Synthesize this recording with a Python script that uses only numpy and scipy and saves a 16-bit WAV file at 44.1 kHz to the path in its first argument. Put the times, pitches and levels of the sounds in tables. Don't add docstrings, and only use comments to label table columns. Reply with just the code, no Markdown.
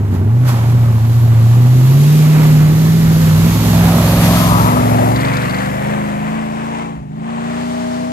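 import sys
import numpy as np
from scipy import signal
from scipy.fft import rfft, irfft, next_fast_len
from scipy.io import wavfile
from scipy.ndimage import uniform_filter1d

SR = 44100
rng = np.random.default_rng(int(sys.argv[2]) if len(sys.argv) > 2 else 0)


def transcribe(u):
    v = np.clip(np.atleast_2d(u).T, -1, 1)
    q = np.round(v * 32767).astype(np.int16)
    wavfile.write(sys.argv[1], SR, q)


N = 358091
T = np.arange(N) / SR
SIZE = next_fast_len(N)
BINS = np.arange(SIZE // 2 + 1) * SR / SIZE
TOP_HZ = 15700

# order, level/dB
END_ON_ORDERS = [(1, -43), (2, -26), (3, -20), (4, -18), (5, -14), (6, -9), (7, -28), (8, 0), (9, -29),
                 (10, -18), (11, -33), (12, -27), (13, -18), (14, -29), (15, -40), (16, -24), (17, -33),
                 (18, -36), (19, -36), (20, -31), (21, -44), (22, -30), (23, -40), (24, -38), (25, -34),
                 (26, -22), (27, -34), (28, -42), (29, -32), (30, -34), (31, -38), (32, -38), (33, -34),
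                 (34, -36), (35, -40), (36, -40), (37, -40), (38, -38), (39, -38), (40, -40)]
# order, level/dB
SIDE_ON_ORDERS = [(1, -28.5), (2, -19.5), (3, -11.5), (4, -37), (5, 1.5), (6, -1.5), (7, -5.5), (8, -1),
                  (9, -16), (10, -6), (11, -2.5), (12, -22), (13, -9), (14, -19), (15, -30), (16, -13.5),
                  (17, -22), (18, -20), (19, -24), (20, -28), (21, -40), (22, -24), (23, -26), (24, -24),
                  (25, -22), (26, -24), (27, -23), (28, -22), (29, -22), (30, -28), (31, -24), (32, -28),
                  (33, -28), (34, -24), (35, -32), (36, -32), (37, -30), (38, -30), (39, -30), (40, -30)]
FIRING_BANKS = np.array([1, -1, -1, 1, -1, 1, 1, -1])
# t/s, cycle rate f/Hz, firing order level/dB
ENGINE_SPEED = [
    [(0.045, 12.9, -15), (0.17, 11.4, -16), (0.26, 12.7, -13), (0.33, 14.6, -10), (0.45, 15.8, -10),
     (0.6, 14.2, -13), (0.74, 15.0, -9), (1, 13.9, -12), (1.17, 14.8, -10), (1.4, 14.1, -8),
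     (1.62, 15.2, -7), (1.85, 16.1, -7), (2.0, 17.8, -8), (2.14, 19.0, -8), (2.4, 19.2, -8),
     (2.58, 18.9, -6), (2.75, 19.5, -10), (2.96, 20.4, -10), (3.36, 19.8, -10)],
    [(3.46, 20.7, -10), (3.58, 21.3, -20), (3.81, 21.1, -10), (4.13, 21.4, -16), (4.24, 21.6, -12),
     (4.65, 22.1, -17), (4.76, 22.4, -24), (5.07, 22.7, -23), (5.24, 24.1, -27), (5.43, 23.7, -27),
     (5.6, 24.5, -24), (5.78, 25.1, -27), (5.92, 26.3, -21), (6.16, 25.9, -23), (6.37, 27.6, -22),
     (6.52, 27.2, -25), (6.68, 28.5, -26), (6.9, 28.1, -30), (7.05, 24.8, -37), (7.27, 28.5, -25),
     (7.45, 29.1, -24), (7.62, 30.0, -23), (7.88, 30.1, -23), (8.0, 30.5, -23), (8.12, 30.5, -24)],
]
# t/s, odd orders level/dB, even low orders level/dB, upper orders level/dB,
# wheel rumble level/dB
ORDER_AND_RUMBLE_LEVELS = [(.15, -44, -31, -33, -41), (.8, -45, -26, -32, -36), (1.3, -45, -26, -34, -36),
                           (2.0, -40, -33, -35, -36), (2.5, -30, -23.5, -33, -29),
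                           (3.0, -23, -23.5, -35, -26), (3.6, -16, -23.5, -35, -25.5),
                           (4.2, -15, -23.5, -33, -25), (4.8, -16, -25, -35, -26),
                           (5.2, -21, -27, -37, -34), (5.6, -25, -29, -44, -42), (6.1, -31, -30, -48, -55),
                           (6.7, -35, -31, -49, -57), (7.4, -38, -32.5, -50, -57),
                           (8.12, -38, -32.5, -49, -58)]
# t/s, side-on share 0-1, tilt of orders above 11 /dB per octave away from order 16
VIEW = [(.3, 0.67, -7.5), (1.7, 0.12, -25), (2.2, 0.15, -12), (3.0, 0.6, -6), (4.5, 0.88, 4),
        (5.4, 0.94, -9), (6.0, 0.5, 7), (6.9, 0.75, 9), (7.5, 0.13, 4), (8.12, 0.12, 1)]
# t/s, strength of its dip 0-1
WEAK_FIRING = [(0, .5), (.25, .6), (.35, .15), (.6, .4), (.95, .55), (1.3, .55), (1.5, .15), (1.95, .3),
               (2.2, .05), (2.7, .1), (2.9, .3), (3.6, .3), (4.0, 0), (8.12, 0)]
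# t/s, level/dB
WHINE_LEVEL = [(.1, -37), (1.5, -54), (1.8, -33), (2.2, -31), (2.6, -36), (3.2, -39.5), (5.0, -33),
               (5.6, -30), (6.0, -32), (6.4, -48), (7.2, -48), (7.6, -31), (8.12, -26.5)]
WHINE_ORDER = 21

# f/Hz, gain/dB
SCATTER_COLOUR = [(30, -25), (60, -2), (95, 8), (150, 32), (200, 23), (240, 30.5), (290, 18.5), (400, 18),
                  (700, -10), (1500, -25), (4000, -60)]
RUMBLE_COLOUR = [(15, -35), (32, -25), (42, 19.5), (70, 16.5), (110, 20), (200, -28)]
GAS_COLOUR = [(250, -30), (500, 7), (700, 8.5), (1100, 7.5), (1500, 1.5), (1900, -1.5), (2400, -6),
              (3000, -10.5), (5000, -27.5), (8500, -18.5), (12000, -63), (15000, -64)]
SPRAY_COLOUR = [(400, -8.5), (1000, 4.5), (2500, 0.5), (4500, -2), (5500, -3.5), (6500, -1.5), (9000, -7.5),
                (10500, -11), (12200, 4.5), (13500, -3), (15500, -14)]
CHURN_COLOUR = [(300, -28), (480, -3), (620, 7.5), (760, 3.5), (950, -2), (1300, -20), (1800, -32)]
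TEAR_COLOUR = [(500, -34), (800, -7), (950, 7), (1080, 1.5), (1300, 3), (1500, -19), (2200, -34)]
BRIGHT_COLOUR = [(1200, -30), (1600, -3.5), (2050, 1.5), (2500, -8), (3000, -28.5)]
CRACKLE_COLOUR = [(500, -20), (2000, 10), (2900, -4), (3600, 11), (4700, 8), (5600, -5), (6600, 0),
                  (9000, -13), (15000, -50)]

# t/s, gas roar level/dB, spray level/dB
HISS_LEVELS = [(.08, -40, -50), (.25, -39.5, -55), (.42, -33.5, -48), (.65, -33, -43), (1.1, -36, -41),
               (1.6, -33, -38.5), (2.0, -33, -32), (2.42, -26.5, -32), (2.75, -31.5, -34.5),
               (3.5, -29.5, -29), (4.1, -21, -27), (4.5, -27, -27), (4.95, -25, -38), (5.45, -24.5, -44.5),
               (6.2, -30, -48.5), (6.8, -30.5, -45), (7.3, -33, -48.5), (7.6, -30.5, -39.5),
               (8.12, -35, -39.5)]
# t/s, jump of the roar /dB, jump of the spray /dB
WATER_SLAPS = [(.15, 5, 8.5), (0.489, 9, 15), (4.24, 5, 4.5)]
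SLAP_RISE_S, SLAP_FADE_S = 0.046, 0.075
# t/s, mud churn level/dB, tail pipe rasp level/dB
CLOSE_LEVELS = [(3.0, -41, -55), (3.5, -33, -53), (3.75, -29, -43), (3.95, -20, -29), (4.2, -22.5, -25),
                (4.38, -22, -17.5), (4.52, -21.5, -13), (4.7, -24, -16.5), (4.85, -18.5, -24.5),
                (5.12, -18.5, -31), (5.27, -32, -48), (5.6, -23.5, -55), (5.9, -28.5, -55), (6.4, -45, -58)]
# far level/dB, rise/dB per s, full from t/s,
# full level/dB, full until t/s, fade/dB per s, level left behind /dB
UNEVEN_SWELL = (-28, 3.5, 2.5, -19.5, 4, 8.5, -40)
CRACKLE_SWELL = (-74, 90, 5.14, -42, 5.6, 80, -60)
BRIGHT_RASP_SWELL = (-70, 45, 5.25, -36, 5.55, 30, -60)
# t/s, level/dB
LOUD_CRACK_TIMES = [(5.1155, -25), (5.1601, -15), (5.21, -20), (5.2509, -20), (5.2938, -30), (5.3352, -22),
                    (5.3691, -17), (5.42, -22), (5.4539, -29), (5.4958, -24), (5.5462, -24), (5.5871, -23),
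                    (5.6614, -30)]
# t/s, level/dB, f/Hz, time to fall 60 dB /s
BUMP_THUD = (6.96, -22, 62, .25)

# fully shut at t/s, falls for /s, stays shut /s,
# returns in /s, depth 0-1 (at depth 0 the hiss and low orders stay, but the firing still turns ragged)
THROTTLE_LIFTS = [(.14, 0.3, .1, 0.065, 0), (7.06, 0.24, .03, 0.2, 0.46)]
LIFT_DB, LIFT_LINES_DB = -34.5, -6
LIFT_UPPER_DB, RAGGED_DB = -16, -2.5
WAVER_DB = 1.7
LEFT_UPPER_RISE_DB = 7.5

SWING_S, SWING_TAKES_S = 4.293, 0.27
# f/Hz, gain/dB
FAR_COLOUR = [(1000, -1.5), (4000, -2), (9000, -3), (11500, -16.5), (15000, -14)]
FAR_FROM_S, FAR_TAKES_S = 5.5, 1.3
MIRROR_LAG_S, NEAREST_S, MIRROR_SHRINKS_S, MIRROR_DB = 0.002907, 4.4, 0.271, -13
# f/Hz, gain/dB
TREE_COLOUR = [(100, -34), (300, -2.5), (1000, -6), (2000, 0), (4000, 5.5), (8000, 3), (11000, 10),
               (15000, -30)]
# f/Hz, gain/dB
BODY_COLOUR = [(1000, 0.5), (2000, 3.5), (4000, -0.5), (8500, 0), (12000, 2), (15000, -37)]
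# f/Hz, phase/radians
FRONT_LEAD = [(0, 0), (600, -1.3), (1720, -1.8), (2500, -1.0), (5080, -3.2), (5680, -4.5), (5940, -2.8),
              (6980, -0.3), (7490, -0.3), (8270, 3.8), (9300, 3.1), (10900, 2.3), (12600, 0.1),
              (15200, -0.1)]
LEFT_LEAD = [(0, 0), (520, 2.4), (1290, 3.3), (3010, 8.6), (3790, 10.2), (4390, 12.4), (5510, 13.4),
             (5860, 15.3), (6980, 18.5), (8440, 15.5), (9390, 15.8), (10900, 15.1), (12500, 12.6),
             (15200, 12.6)]
# f/Hz, left minus right level/dB
FRONT_BALANCE = [(100, 0), (500, -4), (2000, -9), (8000, -1)]
LEFT_BALANCE = [(100, -3.5), (500, 5), (2000, 6), (8000, 11)]


def undb(db):
    return 10 ** (np.asarray(db) / 20)


def unit(x):
    return x / np.sqrt(np.mean(x ** 2))


def curves(table):
    s, *columns = np.transpose(table)
    return [np.interp(T, s, c) for c in columns]


def gains(table):
    f, db = np.transpose(table)
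    return undb(np.interp(np.log(BINS + 1), np.log(f + 1), db))


def shape(x, gain):
    return irfft(rfft(x, SIZE) * gain, SIZE)[..., :N]


def walk(rate, count=1):
    k = int(SR / rate / count)
    held = np.repeat(rng.standard_normal(int(N / SR * 40)), k)[:len(range(0, N, count))]
    return 1.35 * uniform_filter1d(uniform_filter1d(held, k), k)


def peak(s, rise_s, hold_s, fall_s):
    rising = 1 + (T - s) / rise_s
    falling = 1 - (T - s - hold_s) / fall_s
    return np.clip(np.minimum(rising, falling), 0, 1)


def swell(far_db, rise_db_s, from_s, full_db, until_s, fade_db_s, settle_db):
    coming = np.maximum(full_db - rise_db_s * np.clip(from_s - T, 0, None), far_db)
    going = np.maximum(full_db - fade_db_s * np.clip(T - until_s, 0, None), settle_db)
    return np.where(T < from_s, coming, going)


def firings(turns, size):
    pulses = np.zeros(N)
    fired = np.flatnonzero(np.diff(np.floor(8 * turns)))
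    pulses[fired] = size[:len(fired)]
    return pulses


def orders(hz, firing_db, burble_db, mismatch_db, upper_db, side_on, tilt_db, rise_db, waver_db, wobble, lope):
    turns, out = np.cumsum(hz) / SR, np.zeros(N)
    step = 32
    side_on = np.clip(side_on[::step], 0, 1)
    end_on_db, side_on_db = np.array(END_ON_ORDERS)[:, 1], np.array(SIDE_ON_ORDERS)[:, 1]
    pattern = np.outer(end_on_db, 1 - side_on) + np.outer(side_on_db, side_on)
    for k in range(1, 41):
        if k == 8:
            lead, db = 8, firing_db
        elif k > 11:
            lead, db = 16, upper_db
        elif k % 2:
            lead, db = 5, burble_db
        else:
            lead, db = 6, mismatch_db
        high = np.clip(np.log2(k / 8), 0, 1)
        waver = 0.15 if k == 8 else 0.88 + high
        db = db[::step] + pattern[k - 1] - pattern[lead - 1] + waver * waver_db * walk(6, count=step)
        db += tilt_db[::step] * abs(np.log2(k / 16)) * (k > 11)
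        db += rise_db[::step] * np.clip(np.log2(k / 9), 0, 1.3)
        drift = (1 + 3 * side_on) * walk(9, count=step)
        gain, drift = (uniform_filter1d(np.repeat(v, step), step)[:N] for v in (undb(db), drift))
        if k == 8:
            dip = np.exp(3.0 * (np.cos(2 * np.pi * turns) - 1))
            gain = gain * (1 + .4 * lope) * (1 - lope * dip)
        phase = k * turns + k * k / 16 + wobble * high * drift
        out += np.sqrt(2) * gain * np.sin(2 * np.pi * phase)
    return out, turns


def whine(turns, lift):
    level_db = curves(WHINE_LEVEL)[0] + LIFT_DB * lift + 1.2 * walk(7)
    return undb(level_db) * np.sqrt(2) * np.sin(2 * np.pi * WHINE_ORDER * turns)


def scatter(turns):
    pulses = unit(firings(turns, rng.standard_normal(N // 100)))
    return unit(shape(pulses + .5 * rng.standard_normal(N), gains(SCATTER_COLOUR)))


def gas(turns, puff, steady, far_bank_db):
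    slot = len(FIRING_BANKS) * turns
    bank = FIRING_BANKS[slot.astype(int) % len(FIRING_BANKS)]
    near = np.where(bank > 0, 1, undb(far_bank_db))
    gate = steady + near * np.exp(-(slot % 1) / puff)
    return unit(shape(gate * undb(1.3 * walk(14)) * rng.standard_normal((3, N)), gains(GAS_COLOUR)))


def spray(drops_per_s, spread_db, drops_db):
    hit = rng.random((3, N)) < drops_per_s / SR
    drops = hit * undb(spread_db * np.minimum(rng.exponential(size=(3, N)), 3.5))
    hiss = rng.standard_normal((3, N)) + undb(drops_db) * unit(drops)
    surges = undb(0.92 * walk(19) + 0.14 * walk(30))
    return unit(shape(surges * hiss, gains(SPRAY_COLOUR)))


def wheel_rumble():
    return unit(shape(rng.standard_normal(N), gains(RUMBLE_COLOUR)))


def splashes():
    jumps = 0
    for s, *db in WATER_SLAPS:
        fading = np.exp(-np.abs(T - s) / SLAP_FADE_S)
        jumps = jumps + np.outer(db, np.where(T < s, peak(s, SLAP_RISE_S, 0, 1), fading))
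    return jumps


def churn(lumps_db):
    return unit(shape(undb(lumps_db * walk(25.02)) * rng.standard_normal(N), gains(CHURN_COLOUR)))


def rasp(turns, colour, cylinder_db, scatter_db, air):
    chance = rng.standard_normal(N // 100)
    bite = np.resize(rng.standard_normal(len(FIRING_BANKS)), len(chance))
    bank = FIRING_BANKS[np.arange(len(chance)) % len(FIRING_BANKS)]
    size = bank * undb(cylinder_db * bite + scatter_db * chance)
    return unit(shape(unit(firings(turns, size)) + air * rng.standard_normal(N), gains(colour)))


def crackle(turns, spread_db, one_cylinder_db, t60_s):
    chance = np.minimum(rng.exponential(size=N // 100), 3)
    one_cylinder = np.arange(len(chance)) % len(FIRING_BANKS) == 0
    size = undb(spread_db * chance + one_cylinder_db * one_cylinder)
    tail = np.exp(-np.log(1000) * np.arange(600) / SR / t60_s)
    bursts = signal.fftconvolve(firings(turns, size), tail)[:N]
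    return unit(shape(bursts * rng.standard_normal(N), gains(CRACKLE_COLOUR)))


def loud_cracks(db, t60_s):
    s, level_db = np.transpose(LOUD_CRACK_TIMES)
    pulses = np.zeros(N)
    pulses[(s * SR).astype(int)] = undb(level_db + db)
    tail = np.exp(-np.log(1000) * np.arange(2000) / SR / t60_s)
    colour = gains(CRACKLE_COLOUR)
    bursts = signal.fftconvolve(pulses, tail)[:N]
    return shape(bursts * rng.standard_normal(N), colour / colour.max())


def thud(s, db, hz, t60_s):
    t = np.clip(T - s, 0, None)
    start, decay = 1 - np.exp(-t / 0.018), np.exp(-np.log(1000) * t / t60_s)
    return undb(db) * start * decay * np.sin(2 * np.pi * hz * t)


def mirrored(x):
    lag_s = MIRROR_LAG_S / np.hypot(1, (T - NEAREST_S) / MIRROR_SHRINKS_S)
    return x + undb(MIRROR_DB) * np.interp(T - lag_s, T, x)


def ports(x, lead, balance):
    half = np.sqrt(gains(balance)) * np.exp(1j * np.interp(BINS, *np.transpose(lead)) / 2)
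    return shape(x, np.array([half, 1 / half]))


def scene():
    lift = sum(depth * peak(*times) for *times, depth in THROTTLE_LIFTS)
    lifted = sum(peak(*times) for *times, depth in THROTTLE_LIFTS)
    left = 1 / (1 + np.exp(-(T - SWING_S) / SWING_TAKES_S))
    far = np.clip((T - FAR_FROM_S) / FAR_TAKES_S, 0, 1)

    side_on, tilt_db = curves(VIEW)
    hz, firing_db = curves(np.concatenate(ENGINE_SPEED))
    burble_db, mismatch_db, upper_db, rumble_db = curves(ORDER_AND_RUMBLE_LEVELS)
    burble_db = burble_db + LIFT_LINES_DB * lift
    mismatch_db = mismatch_db + LIFT_LINES_DB * lift
    upper_db = upper_db + LIFT_UPPER_DB * lifted
    hum, turns = orders(hz, firing_db, burble_db, mismatch_db, upper_db, side_on, tilt_db,
                        LEFT_UPPER_RISE_DB * left, WAVER_DB, wobble=0.09, lope=curves(WEAK_FIRING)[0])
    uneven_gain = undb(swell(*UNEVEN_SWELL)) * (1 - lifted) + undb(firing_db + RAGGED_DB) * lifted
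    uneven = uneven_gain * scatter(turns)

    gas_db, spray_db = curves(HISS_LEVELS) + splashes() + LIFT_DB * lift
    roar = undb(gas_db) * gas(turns, puff=1.0, steady=1.0, far_bank_db=-9.5)
    hiss = roar + undb(spray_db) * spray(drops_per_s=900, spread_db=2.0, drops_db=-10.5)
    hiss = (1 - far) * hiss + far * shape(hiss, gains(FAR_COLOUR))
    wheels = undb(rumble_db) * wheel_rumble() + thud(*BUMP_THUD)

    mud_db, rasp_db = curves(CLOSE_LEVELS)
    mud = undb(mud_db) * churn(lumps_db=1.6)
    tearing = undb(rasp_db + LIFT_DB * lift) * rasp(turns, TEAR_COLOUR, cylinder_db=3, scatter_db=5, air=1.5)
    bright_gain = undb(swell(*BRIGHT_RASP_SWELL) + LIFT_DB * lift)
    tearing = tearing + bright_gain * rasp(turns, BRIGHT_COLOUR, cylinder_db=3, scatter_db=5, air=1.1)
    crackle_gain = undb(swell(*CRACKLE_SWELL) + LIFT_DB * lift)
    cracks = crackle_gain * crackle(turns, spread_db=6, one_cylinder_db=-6, t60_s=0.024)
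    cracks = cracks + loud_cracks(db=3.5, t60_s=0.048)

    direct = hum + whine(turns, lift) + uneven + wheels + mirrored(hiss[0] + cracks + tearing + mud)
    echo = shape(hiss[1:], gains(TREE_COLOUR))
    from_front = ports(direct, FRONT_LEAD, FRONT_BALANCE) + echo
    from_left = shape(ports(direct, LEFT_LEAD, LEFT_BALANCE) + echo, gains(BODY_COLOUR))
    return (1 - left) * from_front + left * from_left


def record(dry):
    rounded = np.tanh(.8 * dry) / .75
    return signal.sosfilt(signal.ellip(12, .2, 80, TOP_HZ, fs=SR, output="sos"), rounded)


dry = scene()
out = record(dry)
transcribe(out)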